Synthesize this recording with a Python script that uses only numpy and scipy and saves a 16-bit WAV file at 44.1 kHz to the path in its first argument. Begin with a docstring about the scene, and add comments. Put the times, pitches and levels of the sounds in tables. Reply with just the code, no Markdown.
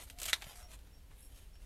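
"""A cornfield in light air, one microphone close to a plant. A hand bends an ear of corn: husk fibres
crack one by one and the shank snaps, while leaves slide and the shaken plant knocks. The plants all
round scatter each click into a short tail. A cricket chirps and a bird, perhaps a rooster, calls once
far off, over a low rumble of air, a soft hiss and a faint hum."""
import sys
import numpy as np
from scipy import signal
from scipy.fft import rfft, irfft
from scipy.io import wavfile
from scipy.ndimage import uniform_filter1d

SR = 44100
rng = np.random.default_rng(int(sys.argv[2]) if len(sys.argv) > 2 else 0)


def generate_wav(signal):
    """Clip the signal to [-1, 1] and save it as 16-bit WAV at the path in sys.argv[1]."""
    frames = np.transpose(np.atleast_2d(signal))
    scaled = np.clip(frames, -1, 1) * 32767
    pcm = np.round(scaled).astype(np.int16)
    wavfile.write(sys.argv[1], SR, pcm)


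N = 72765
T = np.arange(N) / SR


def amp(db):
    """Decibels to gain."""
    return 10 ** (np.asarray(db) / 20)


def unit(x):
    """Scale to rms 1."""
    return x / np.sqrt(np.mean(x ** 2))


def walk(per_s):
    """Smooth random drift with a spread near 1."""
    hold = int(SR / per_s)
    steps = np.repeat(rng.standard_normal(N)[:N // hold + 1], hold)
    return 1.477 * uniform_filter1d(uniform_filter1d(steps, hold), hold)[:N]


def swell(at, width):
    """Bell-shaped envelope that peaks at a given time."""
    return np.exp(-((T - at) / width) ** 2)


def sine(pitch):
    """A tone that follows a pitch curve in Hz."""
    return np.sin(2 * np.pi * np.cumsum(pitch) / SR)


def place(at, sound):
    """Start a short sound at a given time."""
    return np.concatenate([np.zeros(max(int(at * SR), 0)), sound, np.zeros(N)])[:N]


def through(x, response):
    """Pass a sound through an impulse response."""
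    return signal.fftconvolve(x, response)[:N]


def colour(points, tilt=0, size=8192):
    """Causal response of unit energy with a (frequency [Hz], level [dB]) spectrum; tilt in dB/octave."""
    hz, db = np.array(points, float).T
    octave = np.log2(np.maximum(np.arange(size // 2 + 1) * SR / size, 1))
    db = np.interp(octave, np.log2(hz), db) + tilt * np.clip(octave, np.log2(hz[0]), np.log2(hz[-1]))
    cepstrum = irfft(np.log(amp(db)))[:size // 2]
    cepstrum[0] = 0
    response = irfft(np.exp(rfft(2 * cepstrum, size)))  # minimum phase
    return response / np.linalg.norm(response)


def tail(t60):
    """Dense noise of unit energy that fades by 60 dB in t60 seconds."""
    decay = np.exp(-np.log(1000) * T[:N // 2] / t60)
    response = (rng.standard_normal(N // 2) * decay)[:int(t60 * SR) + 2]
    return response / np.linalg.norm(response)


def scatter(x, t60, db):
    """A sound plus its reflections from the plants."""
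    return x + amp(db) * through(x, tail(t60))


def air():
    """Light air over the field: a low rumble and a soft, gently wavering hiss."""
    # spectra of the hiss and the rumble (frequency [Hz], level [dB])
    hiss_colour = [(88, -34.5), (150, -3.5), (509, -8.5), (572, -9.5), (1290, -16.5), (2980, -15.5),
                   (6230, -21.5), (7860, -21), (12000, -19.5), (15500, -28)]
    rumble_colour = [(12, -11.5), (25, -1), (40, -3), (54, 0.5), (75, -9), (100, -15), (150, -22),
                     (250, -34), (600, -69.5)]
    hiss = unit(through(rng.standard_normal(N), colour(hiss_colour)))
    rumble = unit(through(rng.standard_normal(N), colour(rumble_colour)))
    return amp(-68.5 + 0.7 * walk(per_s=8)) * hiss + amp(-54.5) * rumble


def hum(hz=277):
    """A faint hum comes and goes, drifting a little in pitch."""
    # swells of the hum (peak time [s], width [s], level [dB])
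    swells = [(.11, 0.073, -68.5), (.85, 0.19, -75), (1.3, 0.13, -73)]
    envelope = sum(amp(db) * swell(at, width) for at, width, db in swells)
    return envelope * sine(hz * (1 + 0.015 * walk(per_s=3.93)))


def friction(catches_per_s=5000, spread_db=2):
    """Rough blades catch and slip thousands of times a second."""
    catches = (rng.random(N) < catches_per_s / SR) * rng.standard_normal(N)
    strength = amp(spread_db * np.minimum(rng.exponential(size=N), 4))
    return unit(scatter(catches * strength, t60=0.024, db=1))


def leaves(flutter_db=1.5):
    """Leaves slide over each other and over a sleeve; broad ones brush more dully."""
    # slides (peak time [s], rise [s], fall [s], level [dB], tilt [dB/octave])
    slides = [(0.015, 0.075, 0.024, -52.5, -2), (0.045, 0.012, 0.012, -53.5, 2.5),
              (.08, 0.024, 0.085, -60, -1.5), (.235, 0.047, 0.015, -54, -2.5),
              (0.261, 0.018, 0.017, -45, 0), (0.294, 0.018, 0.023, -42, -1),
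              (0.363, 0.025, 0.034, -55.5, -2.5), (0.422, 0.028, 0.016, -54.5, -1.5),
              (0.473, 0.03, 0.054, -54, -2.5), (0.523, 0.015, 0.017, -55, -3),
              (0.571, 0.026, 0.038, -58, -0.5), (0.619, 0.045, 0.047, -61.5, -2.5),
              (0.709, 0.021, 0.014, -60, -1.5), (0.736, 0.02, 0.027, -58.5, -1.5),
              (.86, 0.22, 0.054, -72.5, -3.5), (1.12, 0.018, 0.035, -66.5, -4),
              (1.385, 0.083, 0.073, -64, -1.5), (1.63, 0.03, 0.033, -68, -3)]
    # soft brushes of broad leaves (peak time [s], width [s], level [dB])
    brushes = [(0.428, .013, -55), (1.2, 0.058, -71.5), (1.405, 0.04, -69.5)]
    # spectra of a slide and a brush (frequency [Hz], level [dB])
    slide_colour = [(150, -20.5), (400, -7.5), (700, -3.5), (1000, -2.5), (2200, -1.5), (3500, 0.5),
                    (5500, -2.5), (8500, 1), (12800, 0.5), (15500, -25.5)]
    brush_colour = [(500, -17), (1500, -1.5), (2300, -1), (3700, 4), (5500, -22), (12000, -26)]
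    sliding = 0
    for at, rise, fall, db, tilt in slides:
        stroke = swell(at, np.where(T < at, rise, fall))
        sliding += amp(db) * through(friction() * stroke, colour(slide_colour, tilt))
    pressure = sum(amp(db) * swell(at, width) for at, width, db in brushes)
    brushing = through(friction() * pressure, colour(brush_colour))
    return (sliding + brushing) * amp(flutter_db * walk(per_s=120))


def far_bird(hoarseness=0.06):
    """One faint, hoarse call rises, holds and sinks away, blurred by distance."""
    # course of the call (time [s], pitch [Hz], level [dB])
    call = [(0.085, 600, -73), (0.156, 716, -66), (0.379, 757, -76), (0.481, 754, -72), (0.64, 715.5, -65),
            (.73, 624, -78), (0.85, 538, -93)]
    at, hz, db = np.array(call).T
    pitch = np.interp(T, at, hz) * (1 + hoarseness * walk(per_s=220))
    envelope = amp(np.interp(T, at, db)) * (T > at[0]) * (T < at[-1])
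    return scatter(envelope * sine(pitch), t60=0.3, db=-4)


def cracks():
    """Each fibre breaks with a click, a brief tear and its own short tail from the plants nearby."""
    # husk fibres and leaf ribs breaking (time [s], level [dB], tilt [dB/octave])
    breaks = [(.0999, -31.5, -1.5), (0.1873, -28.5, 1), (0.2006, -26.5, 4.5), (.2170, -24, 4.5),
              (0.2189, -25, -2), (0.2318, -20.5, 2), (.2410, -27, -3), (0.2528, -29, -3),
              (0.2557, -19.5, 3.5), (0.2587, -29, 5), (0.2623, -22, 0.5), (0.2639, -30, -6),
              (0.2797, -26, -1.5), (0.283, -21.5, -2.5), (.2862, -24, -3), (.2900, -24, -3),
              (0.2964, -20, 0.5), (0.3274, -29, -5), (.4146, -38, -4), (0.4214, -29, -3.5),
              (0.4423, -32, -3.5), (0.467, -34.5, -10), (0.7159, -37, -2), (0.7379, -41, -2.5),
              (0.7898, -46, 0.5), (1.5549, -44, -6.5)]
    # spectrum of a crack (frequency [Hz], level [dB])
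    crack_colour = [(150, -18.5), (400, -30), (650, -6.5), (1000, -17), (2000, -0.5), (3200, 4.5),
                    (5500, -2.5), (8200, 2.5), (10000, -3.5), (13000, -3), (15500, -19)]
    out = 0
    for at, db, tilt in breaks:
        click = disperse(colour(crack_colour, tilt))
        tear = place(at, through(click, tail(t60=0.005)))
        reflections = amp(4) * place(at, through(click, tail(t60=0.065)))
        out += amp(db - 0.5) * (place(at, click) + tear + reflections)
    return out


def disperse(x, lagging_hz=2730, width_hz=1050):
    """Bending waves in the stalk spread a click into a few quick swings (an all-pass)."""
    radius = np.exp(-np.pi * width_hz / SR)
    feedback = [1, -2 * radius * np.cos(2 * np.pi * lagging_hz / SR), radius ** 2]
    return signal.lfilter(feedback[::-1], feedback, x)


def knocks():
    """Broad leaves and stalks bump with a hollow, papery sound, each at its own pitch."""
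    # bumps of the shaken plant (time [s], level [dB], pitch [ratio])
    bumps = [(.218, -26, 0.98), (.255, -23, 1.08), (.4212, -23.5, 1.24), (1.114, -40, 1)]
    # spectrum of a knock (frequency [Hz], level [dB])
    knock_colour = [(100, -29), (330, -10), (510, -9), (620, 6), (800, -7), (1300, -5), (2200, -4),
                    (6000, -57)]
    out = 0
    for at, db, ratio in bumps:
        body = colour([(hz * ratio, level) for hz, level in knock_colour])
        out += amp(db) * place(at, through(tail(t60=0.052), body))
    return out


def snap(echo_lag_s=0.0015):
    """The shank breaks in quick steps; the stalk rings and the nearest leaves return a brighter tail."""
    # steps of the fracture (time [s], level [dB])
    steps = [(.3312, 0), (.33168, -6), (.3333, -9), (.3347, -11)]
    # spectrum of a step (frequency [Hz], level [dB])
    snap_colour = [(150, -33), (400, -15), (800, -5.5), (1100, -7.5), (1400, 2), (2100, 3), (2900, -1.5),
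                   (3650, 4), (4600, -6), (8000, -11), (12500, -17), (15500, -41)]
    # modes of stalk and ear (frequency [Hz], level [dB], t60 [s])
    modes = [(325, -3, 0.24), (1410, 16, 0.079), (1680, 16, 0.078), (3460, 3, 0.11), (3800, 24, 0.1)]
    start = steps[0][0]
    fracture = sum(amp(db) * place(at, colour(snap_colour)) for at, db in steps)
    ring = sum(amp(db) * np.sin(2 * np.pi * hz * T) * np.exp(-np.log(1000) * T / t60)
               for hz, db, t60 in modes)
    ring = amp(-13) * place(start, ring / np.linalg.norm(ring))
    bright_tail = through(tail(t60=0.064), colour(snap_colour, tilt=2.5))
    reflections = amp(-0.3) * place(start + echo_lag_s, bright_tail)
    return amp(-2.8) * (disperse(fracture) + reflections + ring)


def cricket(chirp_s=0.068, rise_hz_per_s=1800, roughness=0.2):
    """Short, slightly rising tones, about three a second, each with its own accent and a soft tail."""
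    # chirps (start time [s], accent after the start [s], pitch [Hz], level [dB])
    chirps = [(0.618, .016, 5490, -60.5), (.916, .038, 5465, -64.5), (1.216, .014, 5420, -68.5),
              (1.522, .026, 5440, -66.5)]
    out = 0
    for at, accent, hz, db in chirps:
        age = np.clip(T - at, 0, chirp_s)
        pitch = hz + rise_hz_per_s * age + 15 * walk(per_s=149)
        envelope = np.interp(age, [0, accent, chirp_s], [0, 1, 0])
        out += amp(db) * scatter(envelope * sine(pitch), t60=0.3, db=-8)
    return out * (1 + roughness * walk(per_s=150))


def swish(band_hz=(8700, 13000)):
    """One blade sweeps lightly along another: a broad, high hiss."""
    band = signal.butter(2, band_hz, "bandpass", fs=SR, output="sos")
    hiss = unit(signal.sosfilt(band, friction()))
    return amp(-62.5) * hiss * swell(at=1.231, width=0.059)


def scene():
    """The plant close to the microphone, with the open field behind it, in mono."""
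    plant = leaves() + cracks() + knocks() + snap() + swish()
    field = air() + hum() + far_bird() + cricket()
    return (scatter(plant, t60=0.18, db=-22.5) + field)[None]


def record(dry, top_hz=15700):
    """The recorder cuts the highest treble steeply."""
    return signal.sosfilt(signal.ellip(8, 0.2, 70, top_hz, fs=SR, output="sos"), dry)


dry = scene()
out = record(dry)
generate_wav(out)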